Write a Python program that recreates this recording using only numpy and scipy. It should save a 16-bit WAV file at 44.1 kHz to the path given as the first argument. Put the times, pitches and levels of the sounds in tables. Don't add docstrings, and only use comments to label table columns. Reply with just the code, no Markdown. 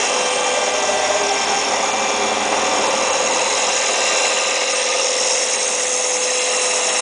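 import sys
import numpy as np
from scipy import signal
from scipy.fft import rfft, irfft, next_fast_len
from scipy.io import wavfile
from scipy.ndimage import uniform_filter1d, map_coordinates

SR = 44100
rng = np.random.default_rng(int(sys.argv[2]) if len(sys.argv) > 2 else 0)


def store_wav(level_fs):
    pcm = np.round(np.clip(np.atleast_2d(level_fs), -1, 1) * 32767)
    wavfile.write(sys.argv[1], SR, pcm.T.astype(np.int16))


def gain_from_decibels(decibels):
    exponent = np.asarray(decibels, float) / 20
    return 10 ** exponent


N = 309141
T_S = np.arange(N) / SR
BELT_HZ = 19.0

# t/s, near the wheel/0-1, beside the tank/0-1, guard opening in view/0-1
WALK = [(0, 0.4, .65, 0.62), (.5, 0.34, 0.56, 0.3), (1, 0.25, 0.69, 0.2), (1.5, .2, 0.81, 0.37),
        (2, 0.12, 0.87, 0.08), (2.4, 0, 0.86, 0.25), (2.8, 0.24, 1, 0.46), (3.15, 0.34, 0.75, 0.62),
        (3.5, .5, 0.56, 0.86), (3.85, 0.52, 0.36, 0.78), (4.2, 0.69, 0.44, 0.9), (4.55, 0.46, 0.14, 0.89),
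        (4.9, 0.31, 0, 0.7), (5.25, .75, 0.08, 0.61), (5.6, 0.89, 0, .3), (6, 0.97, 0, 0.01),
        (6.4, 0.84, .03, 0.67), (7, 0.92, 0.22, 0.6)]


def unit(x):
    return x / np.sqrt(np.mean(x ** 2) + 1e-20)


def curves(rows):
    t_s, *columns = np.transpose(rows)
    return [np.interp(T_S, t_s, column) for column in columns]


def wobble(rate_hz):
    steps = np.arange(0, N + 32, 32)
    knots = rng.standard_normal(int(N * rate_hz / SR) + 4)
    return np.interp(np.arange(N), steps, map_coordinates(knots, [steps * rate_hz / SR]))


def filtered(x, response):
    m = next_fast_len(N + 8192)
    f_hz = np.fft.rfftfreq(m, 1 / SR) + 1
    return unit(irfft(rfft(x, m) * response(f_hz), m)[:N])


def shape(points):
    f_hz, db = np.transpose(points)
    return lambda hz: gain_from_decibels(np.interp(np.log(hz), np.log(f_hz), db))


def mode(hz, width_hz):
    return lambda f: (1j * f * width_hz / (hz * hz - f * f + 1j * f * width_hz)) ** 2


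def patchy(depth_db):
    z = signal.stft(rng.standard_normal(N), nperseg=512)[2]
    field = uniform_filter1d(rng.standard_normal(z.shape), 3, 0)
    field = uniform_filter1d(field, 12, 1)
    return signal.istft(z * gain_from_decibels(depth_db * unit(field)), nperseg=512)[1][:N]


def tone(turns, db, flutter):
    sway_rad = flutter * wobble(14)
    gain = np.sqrt(2) * gain_from_decibels(db + 2.4 * flutter * wobble(9))
    return gain * np.sin(2 * np.pi * (turns + rng.random()) + sway_rad)


def grit(turns, memory_turns):
    pattern = rng.standard_normal((int(turns[-1]) + 3, 1024))
    pattern = uniform_filter1d(pattern, memory_turns, 0)
    return unit(pattern.ravel()[(turns * 1024).astype(int)])


def heard(rule):
    t_s, *view = np.transpose(WALK)
    far_db, *gained_db = rule
    return np.interp(T_S, t_s, far_db + np.dot(gained_db, view))


def zones(rows, floor_db=-58):
    t = np.arange(0, N + 256, 256) / SR
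    power = gain_from_decibels(2 * floor_db)
    for centre_s, half_s, db in rows:
        power = power + gain_from_decibels(2 * db) * np.exp(-2 * ((t - centre_s) / half_s) ** 2)
    return np.interp(T_S, t, 10 * np.log10(power))


def air():
    # f/Hz, level/dB
    spectrum = [(1200, -22.5), (2500, 1.5), (4600, -4.5), (8000, -11), (10000, -10)]
    return gain_from_decibels(-30) * filtered(patchy(1.2), shape(spectrum))


def casing():
    # f/Hz, level/dB per Hz
    body_points = [(15, -59), (25, -42.5), (76, -30.5), (156, -28), (208, -16), (352, -15), (400, -5.5),
                   (471, -7), (506, -5), (641, -3), (768, -2.5), (888, -4.5), (1210, -11.5), (1350, -17),
                   (1900, -22.5), (2470, -44), (4180, -120)]
    # far/dB, gained near the wheel/dB, beside the tank/dB, guard in view/dB
    drone_rules = [
        (-43, .1, 11.5, .1),
        (-31, .1, 6.6, 2.8),
        (-38, .1, 12.5, 5.1),
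        (-37, .1, 6.7, 1.4),
    ]
    # t/s, f/Hz, level/dB
    panel_a = [(0, 561, -30), (0.301, 575, -33), (0.701, 602.5, -25), (1.1, 615, -21.5), (1.35, 619, -28),
               (1.7, 663, -52), (2.2, 640, -64)]
    panel_b = [(0, 800, -45), (.5, 799, -25.5), (.9, 774, -30.5), (1.5, 790, -23), (2, 775, -29.5),
               (2.6, 766, -33), (3.2, 758, -40), (3.8, 760, -63)]
    panel_c = [(3.2, 1195, -50), (3.9, 1200, -31), (4.6, 1228, -34), (5.05, 1225, -32.5), (5.3, 1240, -51),
               (6, 1250, -40), (7, 1224, -37)]
    # centre/s, half length/s, level/dB
    squeal_zones = [
        [(.3, 0.4, -41.5), (.9, .2, -46), (1.6, 0.28, -50), (5, 0.34, -33), (5.55, 0.17, -34), (6.6, 0.56, -35)],
        [(.3, 0.34, -43), (2.4, 0.25, -47), (3.5, .4, -49), (4.9, .4, -45), (6.2, .25, -35), (6.7, 0.31, -31.5)],
    ]
    # centre/s, half length/s, level/dB
    fan_zones = [(0.02, 0.16, -36), (1.3, 0.61, -33.5), (2.3, 0.45, -35), (3.9, .4, -40), (4.8, .3, -43),
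                 (6.4, 0.48, -50)]
    # f/Hz, unsteadiness
    thin_tones = [
        (8628, 1.3),
        (8965, 1.5),
        (407, 1.1),
    ]
    # f/Hz, centre/s, half length/s, level/dB
    hums = [(134.6, 2.1, 2.2, -57), (213, 2.35, 0.54, -40.5), (269.5, .8, 1.1, -46),
            (294, 2.7, 0.71, -39.5)]

    throb = np.cos(2 * np.pi * BELT_HZ * T_S)
    judder_db = 0.54 * wobble(16)
    body, edges_hz = shape(body_points), (20, 370, 900, 1300, 1900)
    throb_depths = (.03, 0.083, 0.086, 0.096)
    out = np.zeros(N)
    for lo, hi, rule, depth in zip(edges_hz, edges_hz[1:], drone_rules, throb_depths):
        def response(f):
            return body(f) / np.sqrt((1 + (lo / f) ** 12) * (1 + (f / hi) ** 12))
        band = filtered(patchy(0.95), response)
        out += gain_from_decibels(heard(rule) - 0.84 + judder_db) * band * np.exp(depth * throb)

    for panel in panel_a, panel_b, panel_c:
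        hz, db = curves(panel)
        phase = 2 * np.pi * np.cumsum(hz) / SR
        ring = wobble(50) * np.cos(phase) + wobble(50) * np.sin(phase)
        out += gain_from_decibels(db) * ring * np.exp(0.61 * throb - .4)

    for hz, *zone in hums:
        out += tone(hz * T_S, zones([zone], floor_db=-81), 0.24)
    for (hz, flutter), rows in zip(thin_tones, [*squeal_zones, fan_zones]):
        out += tone(hz * T_S, zones(rows), flutter)
    return out


def spindle(turns):
    # centre/s, half length/s, level/dB
    order_zones = [
        [(.4, 0.42, -25.5), (1.75, 0.096, -35.5), (2.25, 0.2, -33), (3.3, .7, -29.5), (5, 1, -27.5),
         (6.4, 0.76, -26)],
        [(.45, 0.36, -38), (2, 0.45, -30.5), (2.9, 0.67, -28), (3.9, 0.89, -31), (5, 0.83, -30)],
        [(.55, .3, -35), (1.05, 0.21, -29), (1.7, .4, -40), (2.25, .2, -28.5), (2.75, .25, -32.5),
         (5, 0.9, -58), (6, 0.16, -41)],
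    ]
    # centre/s, half length/s, level/dB
    shake_zone = [(1.1, 0.51, -51.5), (2.6, 1.2, -52.5)]
    # spindle order, behind/dB, in front/dB
    orders = [(3, -66, -68), (5, -51, -58), (6, -46, -52), (7.46, -60, -49), (11, -43, -42), (14, -46, -43),
              (20, -38, -46), (24, -50, -44), (25, -40, -52), (61, -43, -40), (63, -42, -41),
              (65, -41, -43), (90, -47, -41.5)]

    levels_db = [*map(zones, order_zones), zones(shake_zone, floor_db=-80.5)]
    out = sum(tone(k * turns, db, .15) for k, db in zip((12, 13, 18, 2), levels_db))
    out += tone(12 * turns + BELT_HZ * T_S, levels_db[1] - 4, .3)
    front, = curves([(2.6, 0.036), (3.8, 1)])
    for k, behind_db, front_db in orders:
        db = behind_db + (front_db - behind_db) * front + 1.4 * wobble(1.3) - .3
        out += tone(k * turns, db, 0.24 + 0.0026 * k)
    return out


def pump(turns):
    # centre/s, half length/s, level/dB
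    tooth_zones = [
        [(.4, 0.71, -34.5), (2, 0.47, -35), (2.9, .5, -34.5), (4.5, .3, -40), (6.1, 1.6, -46.5)],
        [(1, 1.05, -35), (2.5, 0.4, -41.5), (4, 0.9, -37)],
        [(1, 0.31, -34), (2.9, 0.32, -38), (5.2, 1.7, -54.5)],
        [(.5, 0.56, -32.5), (1.4, 0.39, -34), (2.1, 0.39, -30.5), (2.85, 0.51, -33.5), (4.1, 0.53, -36.5),
         (6.6, 0.79, -41)],
        [(0.02, .2, -36), (.6, 0.31, -39), (2.3, 1, -40), (4.1, 0.67, -33.5), (5.6, .51, -39), (6.6, 0.52, -35)],
        [(.3, 0.9, -33), (1.5, 0.29, -35), (2.8, .51, -38.5), (4, 0.57, -37.5), (5.4, 0.43, -44)],
        [(1.3, 1.5, -37.5), (2.7, 0.73, -41.5), (4.1, .5, -37.5), (5, 0.28, -37.5)],
    ]
    # f/Hz, width/Hz
    guard_modes = [(2050, 570), (2710, 440), (3400, 470), (3960, 420)]
    # far/dB, gained near the wheel/dB, beside the tank/dB, guard in view/dB
    guard_rules = [(-29.5, -1.3, .1, 3.9), (-34.5, -1.4, .1, 11.5), (-31.5, -3, .1, .1),
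                   (-45.5, 3.9, .1, 16.9)]

    tooth = 9.407 * turns
    levels_db = [zones(rows) for rows in tooth_zones]
    out = sum(tone(k * tooth, db, .15) for k, db in enumerate(levels_db, 3))
    out += tone(11 * tooth, levels_db[-1] - 10, .3)
    out += tone(12 * tooth, levels_db[-1] - 9, .3)
    for order in (94, 95):
        out += tone(order * turns, heard(guard_rules[3]) - 9.5, .7)
    knock = np.cos(2 * np.pi * 16.255 * T_S - 1.33)
    out *= 1 + 0.17 * knock

    runout = np.cos(2 * np.pi * turns)
    near, = curves([(2.8, 0.23), (4.2, 0.54)])
    knock_depths, runout_depths = (.65, .2, .25, .05), (.3, .55, .2, .1)
    for (hz, width_hz), rule, a, b in zip(guard_modes, guard_rules, knock_depths, runout_depths):
        shake = 0.82 * grit(turns, 12) + unit(patchy(2.46))
        ring = filtered(shake, mode(hz, width_hz))
        out += gain_from_decibels(heard(rule) - 3.0) * unit(ring * np.exp(near * (a * knock + b * runout)))
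    return out


def wheel(turns):
    # f/Hz, width/Hz, level/dB at each of six camera places
    modes = [(5284, 300, -3, -10, -3.5, -1, -6, -8), (5498, 220, -1, -1.5, -3.5, -6, -1.5, -2.5),
             (5690, 295, 1.5, -5.5, -1.5, -5, 0, -16), (6170, 380, 1.5, -1, -5.5, 2, -3.5, 2.5),
             (6476, 240, -1.5, -6.5, -3.5, -4, 3.5, 3), (6604, 244, 1, 0, 5, 0, -2.5, 2),
             (6777, 330, -4, -7, 1, 3, -11.5, -15), (7220, 420, -12, -9.5, -9, -4.5, -11, -11),
             (7580, 330, -4.5, -17, -0.5, 4, -2.5, 11), (7980, 380, -14, -19.5, -2, -15, -5, -9),
             (8680, 440, -11, -17, -13.5, -20, -6, -10), (8960, 130, -21.5, -14.5, -17, -17, -15, -2.5),
             (9420, 270, -13, -23.5, -19.5, -16.5, -14, -6),
             (9700, 330, -18, -16.5, -16, -17.5, -11.5, -11)]
    place_s = [.35, 1.75, 3.45, 4.45, 5.55, 6.6]
    borders_hz = [5900, 7150, 8300]
    repeat_share = [0.55, 0.59, .3, 0.9]
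    # far/dB, gained near the wheel/dB, beside the tank/dB, guard in view/dB
    hiss_rules = [(-31.5, 1, 0.11, 4.2), (-30.1, 6.5, .1, 1.13), (-41, 13, .1, 1.4), (-45.5, 14.5, .1, .1)]
    contact = [(1, .12, .1), (2, .08, .4), (3, .13, .1), (5, .12, .1)]
    # centre/s, half length/s, gain on low modes/dB
    presses = [
        (1.405, 0.52, 3),
        (3.7, 0.3, 2),
        (5.253, 0.66, 4.5),
    ]

    rubs = [np.sqrt(s) * grit(turns, 17) + np.sqrt(1 - s) * unit(patchy(0.84)) for s in repeat_share]
    bands, power = np.zeros((4, N)), np.zeros((4, N))
    for hz, width_hz, *place_db in modes:
        band = np.searchsorted(borders_hz, hz)
        gain = gain_from_decibels(np.interp(T_S, place_s, place_db))
        bands[band] += gain * filtered(rubs[band], mode(hz, 1.62 * width_hz))
        power[band] += gain ** 2

    facing, = curves([(0, .5), (2, .8), (3.3, 1.3), (5.4, 1.1), (6.2, .6)])
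    feed_db = 0.3 * wobble(30)
    spin_rad = 2 * np.pi * 9.7 * T_S
    work = np.cos(spin_rad + 2.6) + .55 * np.cos(2 * spin_rad - 2)
    work = work * (0.14 + 1.3 * curves(WALK)[0] ** 2)
    press_db = sum(db * np.exp(-((T_S - s) / half_s) ** 2) for s, half_s, db in presses)

    out = np.zeros(N)
    for i, (rule, work_depth) in enumerate(zip(hiss_rules, (.17, .05, .05, .03))):
        rim = np.zeros(N)
        for times, *depths in contact:
            rim += depths[min(i, 1)] * np.cos(2 * np.pi * (times * turns + rng.random()))
        pressure = np.abs(1 + facing * rim + work_depth * work) * gain_from_decibels(feed_db)
        level_db = heard(rule) - 0.04 + press_db / (1 + 2.3 * i)
        out += gain_from_decibels(level_db) * unit(bands[i] / np.sqrt(power[i]) * pressure)
    return out


def scene():
    # t/s, f/Hz
    speed = [(0.0, 41.962), (0.5, 41.886), (1.0, 41.882), (1.5, 41.864), (2.0, 41.832), (2.5, 41.834),
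             (3.0, 41.852), (3.5, 41.804), (4.0, 41.74), (4.5, 41.802), (5.0, 41.836), (5.5, 41.898),
             (6.0, 41.984), (6.5, 41.99), (7.0, 41.99)]
    turns = np.cumsum(curves(speed)[0]) / SR
    mono = air() + casing() + spindle(turns) + pump(turns) + wheel(turns)
    return np.array([mono, mono])


def starved(x, from_hz, need, top_need):
    hz, _, z = signal.stft(x, SR, nperseg=256, noverlap=192)
    slot = np.cumsum(rng.random(z.shape[1]) < .32)
    row = np.arange(len(hz)) // 3
    tile = row[:, None] * (slot[-1] + 1) + slot
    total = np.bincount(tile.ravel(), (np.abs(z) ** 2).ravel())
    own = (total / np.maximum(np.bincount(tile.ravel()), 1))[tile]
    usual = uniform_filter1d(own, size=80, axis=1)
    mood = rng.exponential(size=tile.max() + 1)[tile]
    lean = np.where(np.abs(hz - 5750) < 260, 1.8, .85)
    bar = (lean * np.where(hz > 9400, top_need, need))[:, None] * mood * usual
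    gain = np.where((own < bar) & (hz > from_hz)[:, None], gain_from_decibels(-32), 1)
    return signal.istft(z * gain, SR, nperseg=256, noverlap=192)[1][:N]


def roll_off(x):
    return signal.sosfilt(signal.butter(12, 10170, fs=SR, output="sos"), x)


def record(dry):
    mono = starved(dry[0], from_hz=4900, need=.4, top_need=.55)
    mono = mono * np.clip((N - np.arange(N)) / 400, 0, 1)
    m = next_fast_len(N + 8192)
    over_hz = np.clip(np.fft.rfftfreq(m, 1 / SR) - 9950, 0, 600)
    limit = gain_from_decibels(-(over_hz / 38) ** 2)
    mono = irfft(rfft(mono, m) * limit, m)[:N]
    return roll_off(np.array([mono, mono]))


dry = scene()
out = record(dry)
store_wav(out)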